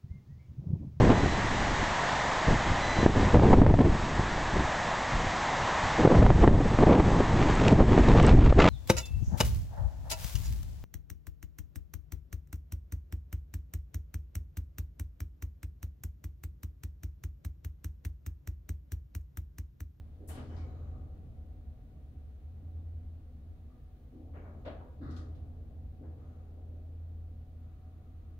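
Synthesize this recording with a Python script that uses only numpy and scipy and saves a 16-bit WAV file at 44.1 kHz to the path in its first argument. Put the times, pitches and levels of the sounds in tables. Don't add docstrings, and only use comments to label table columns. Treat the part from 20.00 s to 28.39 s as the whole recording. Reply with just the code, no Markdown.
import sys
import numpy as np
from scipy import signal
from scipy.fft import rfft, irfft, next_fast_len
from scipy.io import wavfile
from scipy.ndimage import uniform_filter1d, map_coordinates

SR = 44100
rng = np.random.default_rng(int(sys.argv[2]) if len(sys.argv) > 2 else 0)


def unload_wav(signal):
    wavfile.write(
        sys.argv[1],
        SR,
        np.round(np.clip(np.atleast_2d(signal).T, -1, 1) * 32767).astype(np.int16),
    )


N = 369999

# time_s, relative_db
DRIVE_EFFORT = [(0, -56.5), (0.62, -39), (0.95, -45), (1.5, -52.5), (2.35, -59.5), (2.62, -43), (3.03, -43),
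                (3.25, -53.5), (4.02, -63), (4.27, -48), (4.92, -53.5), (5.15, -41), (5.5, -46),
                (6.2, -48.5), (7.08, -42.5), (8.05, -52.5), (8.39, -48.5)]
# pitch_hz, relative_db
FAINT_TONES = [(24.2,-58.5),(48.35,-53.5),(57.3,-63),(105.6,-71),(121,-66),(145.3,-75),(166,-70),(224,-69),(248.6,-70.5),(634,-82),(746,-79)]
# time_s, relative_db
FLOOR_SHAKE = [(0, -44), (0.25, -49), (0.75, -43), (1.0, -47.5), (2.4, -48.5), (3.1, -50), (3.65, -51),
               (4.12, -56.5), (4.35, -49.0), (4.9, -51), (5.3, -47.0), (6.0, -49.0), (6.35, -57),
               (7.5, -52.5), (8.39, -55.5)]
# start_s, length_s, rumble_db, rolling_db
ROUGH_STRETCHES = [(0.271,0.55,-52.5,-59.5),(2.55,0.3,-59,-72.5),(4.124,0.86,-62,-65),(4.988,0.076,-50.5,-58),(6.0,0.17,-59.5,-62.5),(6.475,0.18,-80,-65.5)]
# start_s, length_s, level_db
GUIDE_RUBS = [(.28,0.59,-71),(4.32,0.45,-76),(5.02,0.23,-75),(6.16,0.17,-74.5),(7.58,0.72,-80.5)]

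# frequency_hz, relative_db
FLOOR_EQ = [(14,-28),(30,-0.5),(42,-3.5),(54,4),(76,9),(92,0),(112,-17.5),(200,-42),(600,-100)]
RUMBLE_EQ = [(50,-22.5),(100,-3),(135,-1),(170,-9.5),(200,-12),(260,-12),(320,-14.5),(420,-55.5),(1500,-100)]
ROLLING_EQ = [(150,-7),(260,3),(360,0),(480,1),(620,-4.5),(750,-3),(860,-12),(1100,-24.5),(2000,-56.5),(6000,-84.5)]
RUBBING_EQ = [(200,-50),(600,-15.5),(900,-9),(1250,2.5),(1700,-12.5),(2500,-16.5),(5000,-28.5),(9000,-65.5)]
AIR_EQ = [(100,2.5),(700,-11),(1000,-11.5),(1800,-13.5),(2800,-17),(4000,-18),(5200,-25),(6750,-24.5),(7250,-29),(10500,-26),(13500,-25.5),(15800,-24.5)]
PANEL_EQ = [(40,-20.5),(120,-3.5),(280,1),(450,-2.5),(720,-5.5),(880,-9.5),(1650,-13.5),(2400,-19),(3000,-20),(4200,-22.5),(7000,-45.5),(16000,-61)]

# start_s, level_db, swell_s, cutoff_hz, ring_db
THUMP_CUES = [(.199,-53.5,0.011,630,5),(.374,-48,0.0021,3050,8),(.47,-50,0.057,2500,5),(4.12,-52.5,0.0099,460,12),(4.146,-56.5,0.038,710,16),(4.54,-55,0.013,810,4.5),(5.001,-46,0.0026,504,18.5),(5.07,-46.5,0.019,380,9.5),(5.703,-60.5,.003,756,7),(5.993,-52,.0054,645,3)]
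# start_s, level_db, swell_s, centre_hz, width_octaves, left_over_right_db
SNAP_CUES = [(0.274,-56.5,0.0097,9800,0.67,3.5),(0.283,-66,0.051,3900,0.59,6.5),(.46,-78.5,0.069,5720,0.48,9),(.558,-70,0.01,4400,0.41,3),(4.65,-77.5,0.0053,4000,0.6,10),(5.101,-70.5,0.006,4140,0.6,6),(5.161,-65.5,0.0034,3980,0.68,4),(5.345,-79,0.0055,3140,0.67,-5)]
# start_s, level_db, swell_s, pitch_hz
SING_CUES = [(.284,-66,0.025,3030),(0.44,-71,0.058,3060),(.57,-69.5,.02,2270),(.63,-77.5,0.073,3940),(0.881,-70,0.05,1204),(3.66,-75,0.037,1210),(4.335,-73,.054,2220),(4.785,-64.5,0.018,975)]
# start_s, level_db, swell_s, cutoff_hz
CLACK_CUES = [(.285,-50.5,0.0082,5000),(0.346,-53.5,0.0061,4500),(4.333,-52,0.018,2620),(4.43,-53.5,0.016,1850),(4.649,-43,0.0076,4370),(4.671,-50,0.0036,4030),(4.785,-54.5,.018,1590),(6.021,-62.5,.014,1900),(6.721,-63,.008,700)]
# start_s, level_db, swell_s
LATCH_CUES = [(5.006,-59.5,0.017),(5.026,-56.5,0.042),(5.161,-62,.006)]
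# centre_hz, width_hz, relative_db
LATCH_MODES = [(1260,160,9.5),(1960,260,-2),(3570,250,-10.5),(4600,1100,-16.5)]

# frequency_hz, decay_s
CABIN_DECAY = [(80,0.81),(300,0.29),(700,0.57),(1500,0.43),(4000,0.36),(9000,0.35),(15000,.17)]
# centre_hz, peak_db
WALL_RESONANCES = [(221,10),(250,11),(283,9),(316,8),(373,5),(412,6),(446,7),(502,8),(530,4),(580,8),(634,9),(665,3),(703,6),(746,9),(949,5),(1079,8),(1147,7),(1462,9),(1647,9),(1926,6),(2557,6),(3004,7)]
# frequency_hz, correlation
STEREO_LIKENESS = [(60,.965),(130,.87),(300,.91),(550,.7),(900,.3),(1400,-.08),(3000,0)]
# frequency_hz, left_over_right_db
LEFT_LEAN = [(30,1),(80,.2),(130,.5),(280,2.3),(600,2.4),(2000,1.3),(12000,2)]


def amp(db):
    return 10 ** (np.asarray(db) / 20)


def unit(x):
    return x / np.sqrt(np.mean(x ** 2) + 1e-20)


def along(points, hz):
    freqs, values = np.transpose(points)
    return np.interp(np.log(hz + 1), np.log(freqs + 1), values)


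def fader(points):
    return np.interp(np.arange(N) / SR, *np.transpose(points))


def wobble(rate_hz):
    coarse_s = np.arange(0, N + 64, 64) / SR
    path = map_coordinates(rng.standard_normal(4096), [coarse_s * rate_hz], mode="mirror")
    return np.interp(np.arange(N) / SR, coarse_s, path)


def swells(cues, rise_s, fall_db_per_s):
    t = np.arange(N) / SR
    gains = []
    for start_s, length_s, db in cues:
        attack = np.clip((t - start_s) / rise_s, 0, 1)
        gains.append(attack * amp(db - fall_db_per_s * np.maximum(t - start_s - length_s, 0)))
    return np.linalg.norm(gains, axis=0)


def filtered(x, response):
    size = 2 * next_fast_len(N // 2 + 8192)
    return irfft(rfft(x, size) * response(np.fft.rfftfreq(size, 1 / SR)), size)[..., :N]


def causal(gain):
    cepstrum = irfft(np.log(np.maximum(gain, 1e-6)))
    half = len(cepstrum) // 2
    cepstrum[1:half] *= 2
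    cepstrum[half + 1:] = 0
    return np.exp(rfft(cepstrum))


def band(hz, centre_hz, octaves):
    return 1 / (1 + (np.log2((hz + 1) / centre_hz) / octaves) ** 2 / 2) ** 2


def diffuse(colour):
    def spread(hz):
        angle = np.arccos(np.clip(along(STEREO_LIKENESS, hz), -1, 1)) / 2
        return colour(hz) * np.array([np.cos(angle), np.sin(angle)])
    mid, side = filtered(rng.standard_normal((2, N)), spread)
    return unit(np.array([mid + side, mid - side]))


def rush(eq):
    return diffuse(lambda hz: amp(along(eq, hz)))


def tone(hz, drift_rad, rate_hz):
    phase = 2 * np.pi * (hz * np.arange(N) / SR + rng.random())
    return np.sqrt(2) * np.sin(phase + drift_rad * wobble(rate_hz))


def machinery(drone_hz=82.85, second_hz=72.6, whine_hz=15013, fade_from_s=5.6, fade_db_per_s=23):
    drone_db = fader(DRIVE_EFFORT) - 0.5
    fade_db = fade_db_per_s * np.maximum(np.arange(N) / SR - fade_from_s, 0)
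    second_db = fader(FLOOR_SHAKE) - 4.5 - fade_db + 2.9 * wobble(3.7)
    hum = amp(drone_db) * tone(drone_hz, drift_rad=0.11, rate_hz=9.2)
    hum += amp(second_db) * tone(second_hz, drift_rad=0.23, rate_hz=3.1)
    for hz, db in FAINT_TONES:
        hum += amp(db - 4 + 2.3 * wobble(2.59)) * tone(hz, drift_rad=hz / 450, rate_hz=7)
    whine = [amp(-97.5 + 2.5 * wobble(4) + 2 * wobble(25)) * tone(whine_hz, drift_rad=.85, rate_hz=40)
             for ear in range(2)]
    return hum + np.array(whine)


def car_rumble():
    shudder = amp(fader(FLOOR_SHAKE) - 1.5 + 1.8 * wobble(10)) * rush(FLOOR_EQ)
    jolts = [(start_s, length_s, db) for start_s, length_s, db, _ in ROUGH_STRETCHES]
    heave = swells(jolts, rise_s=0.051, fall_db_per_s=15)
    return shudder + np.hypot(amp(-61), heave) * amp(1.2 * wobble(8.7)) * rush(RUMBLE_EQ)


def guides():
    jolts = [(start_s, length_s, db) for start_s, length_s, _, db in ROUGH_STRETCHES]
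    grind = swells(jolts, rise_s=0.051, fall_db_per_s=16)
    rub = swells(GUIDE_RUBS, rise_s=0.038, fall_db_per_s=43)
    rolling = np.hypot(amp(-69.5), grind) * rush(ROLLING_EQ)
    rubbing = np.hypot(amp(-85.5), rub) * rush(RUBBING_EQ)
    hiss = amp(-21) * rub * diffuse(lambda hz: band(hz, centre_hz=6650, octaves=.07))
    return rolling + rubbing + hiss


def air():
    return amp(-73.5) * rush(AIR_EQ)


def dense_modes():
    return signal.stft(rush([(100, 0)]), SR, nperseg=128)


def strike(modes, colour, swell_s, frames=400):
    hz, times_s, spectra = modes
    age_s = times_s[:frames]
    first = rng.integers(spectra.shape[-1] - frames)
    progress = (age_s + .001) / max(swell_s, .001)
    push = (progress * np.exp(-progress)) ** 2
    decay = amp(-60 * age_s / along(CABIN_DECAY, hz)[:, None]) ** 2
    energy = signal.fftconvolve(push[None], decay, axes=1)[:, :frames]
    chatter = amp(0.91 * rng.standard_normal(frames))
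    excited = spectra[..., first:first + frames] * np.sqrt(abs(energy)) * chatter
    ring = signal.istft(excited, SR, nperseg=128)[1]
    body = irfft(causal(colour(np.fft.rfftfreq(4096, 1 / SR))))
    sound = signal.fftconvolve(ring, body[None], axes=1)
    return unit(sound) * np.sqrt(.05 * SR / sound.shape[1])


def panel(cutoff_hz, ring_hz, ring_db):
    def colour(hz):
        lift_db = ring_db * np.exp(-.5 * (np.log2((hz + 1) / ring_hz) / 0.22) ** 2)
        return amp(along(PANEL_EQ, hz) + lift_db) / np.sqrt(1 + (hz / cutoff_hz) ** 12)
    return colour


def add(track, start_s, sound):
    part = track[:, max(round(start_s * SR), 0):][:, :sound.shape[1]]
    part += sound[:, :part.shape[1]]


def thumps(track, modes, ring_hz=291):
    for start_s, db, swell_s, cutoff_hz, ring_db in THUMP_CUES:
        add(track, start_s, amp(db) * strike(modes, panel(cutoff_hz, ring_hz, ring_db), swell_s))


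def snaps(track, modes):
    for start_s, db, swell_s, centre_hz, octaves, left_db in SNAP_CUES:
        gains = amp([[db + left_db / 2], [db - left_db / 2]])
        add(track, start_s, gains * strike(modes, lambda hz: band(hz, centre_hz, octaves), swell_s))


def singing_steel(track, modes, octaves=0.076):
    for start_s, db, swell_s, pitch_hz in SING_CUES:
        add(track, start_s, amp(db) * strike(modes, lambda hz: band(hz, pitch_hz, octaves), swell_s))


def clacks(track, modes, ring_hz=590, hardest_ring_db=10.5, ring_loss_per_db=3.5):
    hardest_db = max(cue[1] for cue in CLACK_CUES)
    for start_s, db, swell_s, cutoff_hz in CLACK_CUES:
        ring_db = max(hardest_ring_db - ring_loss_per_db * (hardest_db - db), 0)
        add(track, start_s, amp(db) * strike(modes, panel(cutoff_hz, ring_hz, ring_db), swell_s))


def latch(track, modes):
    def steel(hz):
        response = 0
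        for k, (centre_hz, width_hz, db) in enumerate(LATCH_MODES):
            damping = 1j * hz * width_hz
            response += (-1) ** k * amp(db) * damping / (centre_hz ** 2 - hz ** 2 + damping)
        return abs(response)
    for start_s, db, swell_s in LATCH_CUES:
        add(track, start_s, amp(db) * strike(modes, steel, swell_s))


def cabin(hz):
    peaks_db = sum(db / (1 + (2 * (hz - centre_hz) / (14 + 0.0076 * centre_hz)) ** 2)
                   for centre_hz, db in WALL_RESONANCES)
    average_db = uniform_filter1d(peaks_db, size=round(130 / hz[1]))
    pan = amp(np.array([[.5], [-.5]]) * along(LEFT_LEAN, hz))
    return causal(amp(peaks_db - average_db)) * pan


def scene():
    modes = dense_modes()
    car = car_rumble() + guides() + air()
    for add_hits in (thumps, clacks, snaps, singing_steel, latch):
        add_hits(car, modes)
    return filtered(car, cabin) + machinery()


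def record(dry):
    return filtered(dry, lambda hz: hz < 15700)


dry = scene()
out = record(dry)
unload_wav(out)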